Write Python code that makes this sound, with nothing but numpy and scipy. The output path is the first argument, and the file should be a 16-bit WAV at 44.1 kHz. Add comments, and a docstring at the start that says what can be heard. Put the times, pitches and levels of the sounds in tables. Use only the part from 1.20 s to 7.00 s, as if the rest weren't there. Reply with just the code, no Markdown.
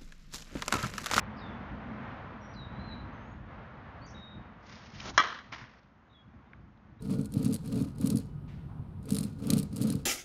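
"""Batting practice on an open dirt softball field, heard from a few metres behind the plate.
From the start a gusty low rumble, far traffic wash and drone (noise), and a trilling small bird (sines).
About 3.5 s the front shoe scrapes (grainy noise), grit clicks, and the bat swishes (swelling noise).
At 3.98 s one sharp crack and a ringing barrel (damped sines) come back off backstop, fences and trees.
The back shoe crunches round at 4.3 s; from 5.2 s the feet shuffle faintly, over a quieter rumble."""
import sys
import numpy as np
from scipy import signal
from scipy.fft import rfft
from scipy.io import wavfile
from scipy.ndimage import uniform_filter1d

SR = 44100
rng = np.random.default_rng(int(sys.argv[2]) if len(sys.argv) > 2 else 0)


def to_wav(s):
    """Save 16-bit WAV."""
    ch = np.atleast_2d(s).T  # columns
    pcm = np.round(np.clip(ch, -1, 1) * 32767)  # PCM
    wavfile.write(sys.argv[1], SR, pcm.astype(np.int16))


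N = 255952
T = np.arange(N) / SR
HIT_S = 3.9779


def undb(db):
    """Decibels to gain."""
    return 10 ** (np.asarray(db) / 20)


def unit(x):
    """Scale to rms 1."""
    return x / np.sqrt(np.mean(x ** 2))


def curve(rows):
    """Join (t/s, value) rows by straight lines."""
    return np.interp(T, *np.transpose(rows))


def fade(start_s, t60_s):
    """Silence until start, then an exponential decay."""
    decay_db = -60 * np.clip((T - start_s) / t60_s, 0, 4)
    return (T >= start_s) * undb(decay_db)


def swells(rows):
    """Power sum of swells that climb and die by 20 dB in their rise and fall times."""
    power = 0
    for peak_s, db, rise_s, fall_s in rows:
        away = np.maximum((peak_s - T) / rise_s, (T - peak_s) / fall_s)
        power = power + undb(db - 20 * np.minimum(away, 10)) ** 2
    return np.sqrt(power)


def walk(rate_hz):
    """Smooth random wandering, rms 1: random steps averaged twice."""
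    size = max(int(SR / rate_hz), 2)
    steps = np.repeat(rng.standard_normal(N // size + 1), size)[:N]
    return unit(uniform_filter1d(uniform_filter1d(steps, size), size))


def colour(x, points, tilt_db_per_oct=0):
    """Filter x by (f/Hz, dB) points with 36 dB/octave skirts and a tilt; rms 1."""
    octave = np.log2(np.maximum(np.fft.rfftfreq(N, 1 / SR), 1))
    hz, db = np.transpose(points)
    knots = np.log2(hz)
    outside = np.maximum(knots[0] - octave, 0) + np.maximum(octave - knots[-1], 0)
    tilt_db = tilt_db_per_oct * (octave - knots.mean())
    gain_db = np.interp(octave, knots, db) + tilt_db - 36 * outside
    return unit(np.fft.irfft(rfft(x) * undb(gain_db), N))


def noise(points):
    """Gaussian noise of a given spectrum, rms 1."""
    return colour(rng.standard_normal(N), points)


def filtered(x, order, corner_hz, kind):
    """Butterworth filter; the tiny offset keeps its state off denormal numbers."""
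    sos = signal.butter(order, corner_hz, kind, fs=SR, output="sos")
    return signal.sosfilt(sos, x + 1e-18)


def ring(modes, start_s):
    """Damped sines of (f/Hz, level/dB, t60/s) modes, all struck at start."""
    age = T[:SR]
    tone = np.zeros(SR)
    for hz, db, t60_s in modes:
        tone += undb(db - 60 * age / t60_s) * np.sin(2 * np.pi * hz * age)
    return np.interp(T - start_s, age, tone, left=0, right=0)


def delayed(x, delay_s):
    """The same sound, arriving later."""
    return np.interp(T - delay_s, T, x)


def scatter(x, t60_s):
    """Countless faint echoes off trees and fences: convolution with decaying noise."""
    echoes = rng.standard_normal(SR) * fade(0, t60_s)[:SR]
    return signal.fftconvolve(x, echoes / np.linalg.norm(echoes))[:N]


# barrel and ball pressed together, heavily damped: f/Hz, relative level/dB, t60/s
CRACK_MODES = [(328, -26, 0.022), (625, -20.5, 0.01443), (1143, -14.5, 0.04), (1380, -7.5, 0.0092),
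               (1630, 0.5, 0.0088), (1850, -8.5, 0.022), (3250, -8, 0.014), (3600, -10.5, 0.01),
               (3946, -9.5, .014), (5360, -7, 0.0078), (5730, -8.5, 0.0086), (6110, -18.5, 0.012),
               (6200, -24, 0.0068)]
# close echoes off dirt and backstop: delay/s, level re direct/dB
CLOSE_PATHS = [(.0029, 1), (0.017, -20), (0.0233, -14), (0.0265, -17.5)]


def crack(crack_db=-5, radiate_hz=480, dull_hz=5500):
    """The blow: damped modes radiating little bass from so small a body, plus duller close echoes."""
    # negative: the wall is first pushed inwards
    direct = filtered(-ring(CRACK_MODES, HIT_S), 2, radiate_hz, "high")
    dull = filtered(direct, 1, dull_hz, "low")  # every surface takes off some treble
    echoes = sum(undb(db) * delayed(dull, delay_s) for delay_s, db in CLOSE_PATHS)
    return undb(crack_db) * (direct + echoes)


# barrel ringing freely after the ball has left: f/Hz, relative level/dB, t60/s
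BARREL_MODES = [(872, -42, .25), (1048, -26, .18), (1157, -19, .24), (1194, -32, .34), (1267, -18.5, .24),
                (1316, -26, .16), (1399, -36, .22), (1548, -26.5, .17), (1790, -30, .17), (1867, -28, .18),
                (1920, -27.5, .2), (2005, -29, .16), (2090, -34, .2), (2306, -25, .13), (2804, -35, .16),
                (2961, -44, .25), (3048, -31, .13), (3259, -28, .16), (3351, -30, .15), (4050, -37.5, .15),
                (4120, -37.5, .15), (4240, -40, .14), (4820, -45, .14), (4985, -43, .17), (5335, -37, .14),
                (5470, -39, .14), (6487, -43, .14)]
# the follow-through carries the barrel behind the batter
SHADE_S, SHADE_EDGE_S, SHADE_DB = 0.037, 0.005, -12.5


def bat_hit(barrel_db=3.5, release_s=0.009):
    """Crack plus barrel ring, which swells as the ball lets go and drops behind the batter."""
    release = 1 - np.exp(-np.maximum(T - HIT_S, 0) / release_s)
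    shaded = .5 * (1 + np.tanh((T - HIT_S - SHADE_S) / SHADE_EDGE_S))
    barrel = release * undb(SHADE_DB * shaded) * ring(BARREL_MODES, HIT_S)
    return crack() - undb(barrel_db) * barrel


# fences and trees returning the whole hit: delay/s, level/dB, pitch ratio
FIELD_ECHOES = [(0.035, -21.5, 1.0), (0.045, -20, 1.025), (.059, -21, .995), (0.075, -33, 1.3),
                (.093, -24.5, .98), (.106, -26, 1.015), (.124, -27.5, .985), (.146, -30.5, 0.78),
                (.181, -34.5, 0.91), (.211, -35, .97)]
# diffuse return: f/Hz, relative density/dB per Hz
LEAF_SPECTRUM = [(88, -42), (150, -25.5), (210, -18.5), (246, -13), (392, -13), (468, -9), (733, -18.5),
                 (1170, -5.5), (1410, -14), (1950, -3), (2180, -16.5), (2650, -13.5), (2950, -12.5),
                 (4770, -19.5), (5600, -23.5), (6900, -32), (8970, -57)]


def field_return(hit, low_hz=700, high_hz=4200, echo_t60_s=0.0082, trees_db=-20, trees_s=0.06,
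                 trees_t60_s=0.49, leaves_db=-35, leaves_t60_s=0.6, build_s=0.03):
    """Smeared separate echoes of the hit, long scatter in the trees, and a rustle of finer returns."""
    # mesh and foliage soak up both the bass and the treble
    thrown = filtered(hit, 2, [low_hz, high_hz], "band")
    echoes = np.zeros(N)
    for delay_s, db, ratio in FIELD_ECHOES:
        shifted = np.interp(HIT_S + (T - HIT_S) * ratio, T, thrown)
        echoes += undb(db) * delayed(scatter(shifted, echo_t60_s), delay_s)
    trees = undb(trees_db) * delayed(scatter(thrown, trees_t60_s), trees_s)
    build = 1 - np.exp(-np.maximum(T - HIT_S, 0) / build_s)
    leaf_envelope = build * fade(HIT_S + 0.02, leaves_t60_s)
    leaves = undb(leaves_db + 1.9 * walk(150)) * leaf_envelope * noise(LEAF_SPECTRUM)
    return echoes + trees + leaves


# passing bat, blow, rebound, landing foot: t/s, level/dB, f/Hz, t60/s
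THUMP_ROWS = [(3.944, -37.5, 135, 0.097), (3.976, -38.5, 105, 0.049), (3.9978, -24, 270, 0.017),
              (4.417, -41, 125, 0.074)]


def thumps(onset_t60_s=0.012):
    """Dull pushes of air and ground: soft-edged damped low sines."""
    out = np.zeros(N)
    for start_s, db, hz, t60_s in THUMP_ROWS:
        out += (1 - fade(start_s, onset_t60_s)) * ring([(hz, db, t60_s)], start_s)
    return out


# air rushing round the bat: peak t/s, level/dB, rise/s, fall/s (over 20 dB)
SWING_SWELLS = [(3.868, -45.5, 0.097, .05), (3.897, -39, 0.081, 0.0221), (3.975, -48, 0.075, .012)]
# f/Hz, relative density/dB per Hz
SWISH_SPECTRUM = [(120, -30.5), (200, -11.5), (654, -4), (793, -2.5), (1390, -5.5), (1930, -13.5),
                  (2080, -11.5), (2270, -12.5), (5440, -13.5), (6900, -17.5), (8970, -50), (15200, -120)]


def swing(flutter_db=1.5):
    """Turbulent air round the bat, loudest as it sweeps past the microphone."""
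    return swells(SWING_SWELLS) * undb(flutter_db * walk(200)) * noise(SWISH_SPECTRUM)


# dirt under a sole: f/Hz, relative density/dB per Hz
DIRT_SPECTRUM = [(200, -11.5), (450, -16.5), (750, -14.5), (1020, -3.5), (1350, -7), (1650, -4.5),
                 (1950, -2.5), (2600, -9.5), (3400, -12), (4200, -15), (5400, -14.5), (6300, -23)]


def scuff(slips, tilt_db_per_oct, grain_db):
    """A sole dragged over dirt: noise of uneven grains that catches and slips."""
    grains = rng.standard_normal(N) * undb(grain_db * walk(900) + 1.9 * walk(110))
    return swells(slips) * colour(grains, DIRT_SPECTRUM, tilt_db_per_oct)


def grit(slips, grit_db, tilt_db_per_oct, grains_per_s=260, spread_db=28):
    """Single grains of sand cracking under the sole: random impulses, a few much louder."""
    struck = rng.random(N) < grains_per_s / SR
    cracks = struck * rng.choice([-1, 1], N) * undb(spread_db * rng.random(N))
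    return undb(grit_db) * swells(slips) * colour(cracks, DIRT_SPECTRUM, tilt_db_per_oct)


# all three: peak t/s, relative level/dB, rise/s, fall/s (over 20 dB)
# front shoe sliding forward
STRIDE_SLIPS = [(3.468, -59.5, 0.044, .05), (3.495, -52.5, 0.064, 0.073), (3.53, -51, 0.053, 0.05),
                (3.56, -56.5, .02, 0.22), (3.67, -55, 0.11, .1), (3.755, -53.5, .1, 0.093),
                (3.795, -49, 0.074, 0.15)]
# back shoe turning after the swing
PIVOT_SLIPS = [(4.327, -38.5, 0.0089, 0.035), (4.336, -38.5, .008, 0.022), (4.346, -38, 0.011, 0.017),
               (4.362, -47.5, 0.014, 0.077), (4.395, -51.5, 0.058, 0.083), (4.414, -51, 0.014, 0.043),
               (4.44, -53, 0.041, 0.077), (4.515, -59, 0.092, 0.19)]
# feet settling afterwards
SHUFFLE_SLIPS = [(5.16, -63, 0.14, 0.4), (5.34, -62.5, 0.26, 0.21), (5.56, -68.5, .12, 0.16)]


def shoes(slide_db=-1.5, turn_db=-1.0):
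    """Soles on dirt: a bright crackling slide, a heavier crunch, then a faint shuffle."""
    slide = undb(slide_db) * scuff(STRIDE_SLIPS, tilt_db_per_oct=3.5, grain_db=0.0)
    slide += grit(STRIDE_SLIPS, grit_db=-7.5, tilt_db_per_oct=5.5)
    turn = undb(turn_db) * scuff(PIVOT_SLIPS, tilt_db_per_oct=-1.0, grain_db=1.0)
    turn += grit(PIVOT_SLIPS, grit_db=-10.0, tilt_db_per_oct=-5.5)
    settle = scuff(SHUFFLE_SLIPS, tilt_db_per_oct=-9.5, grain_db=4.0)
    return slide + turn + settle


# grit and gear: t/s, peak level/dB, centre f/Hz, t60/s
CLICK_ROWS = [(3.193, -42, 750, 0.016), (3.467, -51, 5050, .006), (3.529, -50, 3500, 0.011),
              (3.556, -43, 4500, 0.0088), (3.668, -50, 3600, .008), (3.8028, -31.5, 2970, 0.005),
              (3.805, -34.5, 4300, 0.01), (3.865, -42, 4200, .008), (4.336, -38, 2110, 0.011),
              (4.413, -40, 1480, 0.011), (4.4398, -41, 1560, 0.012), (4.48, -46.5, 1800, .008),
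              (4.571, -51, 1400, .02), (4.632, -61.5, 4500, .006), (5.333, -41.5, 1640, 0.011),
              (5.575, -63, 3400, .006)]


def clicks(band_ratio=1.34):
    """Small knocks of grit and gear: brief decaying noise, each in its own broad band."""
    out = np.zeros(N)
    for start_s, db, hz, t60_s in CLICK_ROWS:
        source = rng.standard_normal(N) * fade(start_s, t60_s)
        burst = filtered(source, 3, [hz / band_ratio, hz * band_ratio], "band")
        out += undb(db) * burst / np.abs(burst).max()
    return out


# notes: t/s, length/s, first f/Hz, last f/Hz, relative level/dB, rasp/0-1
BIRD_NOTES = [ (0.161, 0.043, 4450, 5210, -64.5, 0.74), (0.18, 0.037, 5100, 4580, -56.5, 0.96),
              (0.209, 0.066, 3950, 3540, -52, 0.22), (0.271, 0.076, 3520, 3430, -58.5, 0.04),
              (1.208, 0.075, 5770, 5620, -68, 0.2), (1.28, 0.08, 5730, 5800, -71.5, 0.1),
              (1.334, 0.027, 5070, 4400, -61, 0.84), (1.357, .05, 4180, 3950, -54, 0.08),
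              (1.395, 0.074, 3920, 3797, -51.5, 0.13), (1.47, 0.115, 3880, 3940, -70.5, 0.2),
              (1.591, .038, 3970, 4070, -57.5, 0.1), (1.635, 0.066, 4200, 4060, -59, 0.08),
              (1.687, 0.08, 4110, 3900, -58, 0.25), (1.675, .07, 4270, 4100, -65, 0),
              (1.758, 0.09, 4000, 3990, -64, 0.3), (1.923, 0.13, 6360, 6180, -84.5, 0),
              (2.02, 0.12, 6300, 6640, -78.5, 0.17), (2.81, 0.061, 4160, 4660, -61, 0.18),
              (2.856, 0.056, 6980, 5550, -61, 0.7), (2.9, 0.028, 5930, 5730, -58, 1),
              (2.942, 0.23, 3786, 3746, -56.5, 0.13), (4.893, 0.056, 3700, 3730, -70, 0.28),
              (4.94, 0.087, 3430, 3320, -66.5, 0.12), (5.255, 0.06, 3480, 3720, -78, 0.3),
              (5.791, 0.071, 3880, 3770, -68, 0.16)]
NOTE_SETTLE = 3.6  # pitch-slide time constants per note
NOTE_ATTACK_S, NOTE_RELEASE_S, TRILL_HZ = 0.0072, 0.011, 89


def bird(rasp_depth=0.072, flutter_db=2.5, trill_db=5.5, song_db=-4, wet_db=-8.0, trees_t60_s=0.41):
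    """Sines that slide and settle, trilled and raspy as the throat shakes; the trees smear them."""
    song = np.zeros(N)
    shake, flutter = rasp_depth * walk(850), flutter_db * walk(60)
    trill = trill_db * np.sin(2 * np.pi * TRILL_HZ * T + walk(30))
    for start_s, length_s, first_hz, last_hz, db, rasp in BIRD_NOTES:
        on = (T >= start_s) & (T < start_s + length_s)
        age = T[on] - start_s
        slide = np.expm1(-NOTE_SETTLE * age / length_s) / np.expm1(-NOTE_SETTLE)
        pitch_hz = (first_hz + (last_hz - first_hz) * slide) * (1 + rasp * shake[on])
        envelope = np.minimum(np.minimum(age / NOTE_ATTACK_S, (length_s - age) / NOTE_RELEASE_S), 1)
        level = undb(db + flutter[on] + min(rasp, .5) * trill[on])
        tone = np.sqrt(2) * np.sin(2 * np.pi * np.cumsum(pitch_hz) / SR)
        song[on] += envelope * level * tone
    return undb(song_db) * song + undb(wet_db) * scatter(song, trees_t60_s)


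# background rumble, lower after the hit: t/s, relative level/dB
RUMBLE_LEVEL = [(0, -47.5), (.65, -46.5), (.92, -47), (1.65, -45.5), (2.4, -48), (3.5, -55.5), (3.95, -53),
                (4.25, -60.5), (4.9, -60.5), (5.2, -60.5), (5.8, -57.5)]
# stronger gusts: peak t/s, relative level/dB, length/s (two standard deviations)
GUST_ROWS = [(0.29, -44, 0.061), (0.54, -41.5, 0.047), (0.708, -44.5, 0.054), (1.597, -39, 0.032),
             (1.847, -42, 0.036), (2.793, -46, 0.035), (2.983, -46.5, 0.042), (3.178, -45, 0.078),
             (3.536, -52.5, 0.053), (3.784, -47.5, 0.085), (3.894, -47, 0.091), (4.337, -56, 0.071),
             (4.437, -54.5, 0.044), (5.083, -53, 0.049), (5.162, -52.5, 0.05), (5.412, -51.5, 0.1),
             (5.724, -55, 0.1)]


def rumble_strength(buffet_db=1.54, buffet_per_s=16):
    """A restless rumble level with bell-shaped gusts added in power."""
    base = undb(curve(RUMBLE_LEVEL) + buffet_db * walk(buffet_per_s))
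    power = base ** 2
    for peak_s, db, length_s in GUST_ROWS:
        gust = undb(db) * np.exp(-.5 * (2 * (T - peak_s) / length_s) ** 2)
        power = power + gust ** 2
    return np.sqrt(power)


# buffeting: f/Hz, relative density/dB per Hz
RUMBLE_SPECTRUM = [(25, -20), (38, -13), (52, 2), (80, 0.5), (125, 1.5), (165, -4.5), (208, -1.5),
                   (250, -7), (330, -12)]


def rumble(rumble_db=-0.5):
    """Low buffeting at the microphone: noise levelled, then driven by base level and gusts."""
    eddies = noise(RUMBLE_SPECTRUM)
    eddies = eddies / np.sqrt(uniform_filter1d(eddies ** 2, size=3500))  # window in samples
    return undb(rumble_db) * rumble_strength() * eddies


# far traffic and trees: t/s, level/dB
WASH_LEVEL = [(0, -48), (.88, -45.5), (1.3, -50), (1.85, -49.5), (2.2, -53), (2.6, -51.5), (3.25, -54),
              (4.85, -66), (5.35, -65), (5.8, -65)]
# f/Hz, relative density/dB per Hz
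WASH_SPECTRUM = [(200, -26.5), (330, -7), (480, -1.5), (650, -1), (1000, 0), (1400, -2.5), (1900, -6.5),
                 (2600, -15), (3500, -21.5), (5000, -35), (6800, -45)]
# low traffic drone: t/s, level/dB
DRONE_LEVEL = [(0, -50), (.72, -45.5), (1.1, -56.5), (1.7, -50), (2.3, -64), (3.3, -60), (4.8, -69),
               (5.8, -69)]
# f/Hz, relative density/dB per Hz
DRONE_SPECTRUM = [(170, -12), (210, 0.5), (245, -2), (290, -11.5)]


def distance(waver_db=1.1):
    """Far traffic and trees: a wavering noise wash over a narrow low drone."""
    wash = undb(curve(WASH_LEVEL) + waver_db * walk(14)) * noise(WASH_SPECTRUM)
    drone = undb(curve(DRONE_LEVEL)) * noise(DRONE_SPECTRUM)
    return wash + drone


# microphone: f/Hz, relative density/dB per Hz
HISS_SPECTRUM = [(2500, 8.5), (5500, -2.5), (6800, -5)]


def hiss(hiss_db=-84):
    """Steady noise of the microphone."""
    return undb(hiss_db) * noise(HISS_SPECTRUM)


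def scene():
    """Everything at the one microphone."""
    hit = bat_hit()
    batter = hit + field_return(hit) + thumps() + swing() + shoes() + clicks()
    background = bird() + rumble() + distance() + hiss()
    return (batter + background)[None]


def record(dry, ceiling=0.5, top_hz=6800):
    """Soft saturation rounds the peaks; a steep low-pass cuts the treble."""
    rounded = ceiling * np.tanh(dry / ceiling)
    lowpass = signal.ellip(7, .2, 40, top_hz, fs=SR, output="sos")  # order, ripple dB, stopband dB
    return signal.sosfilt(lowpass, rounded)


dry = scene()
out = record(dry)
to_wav(out)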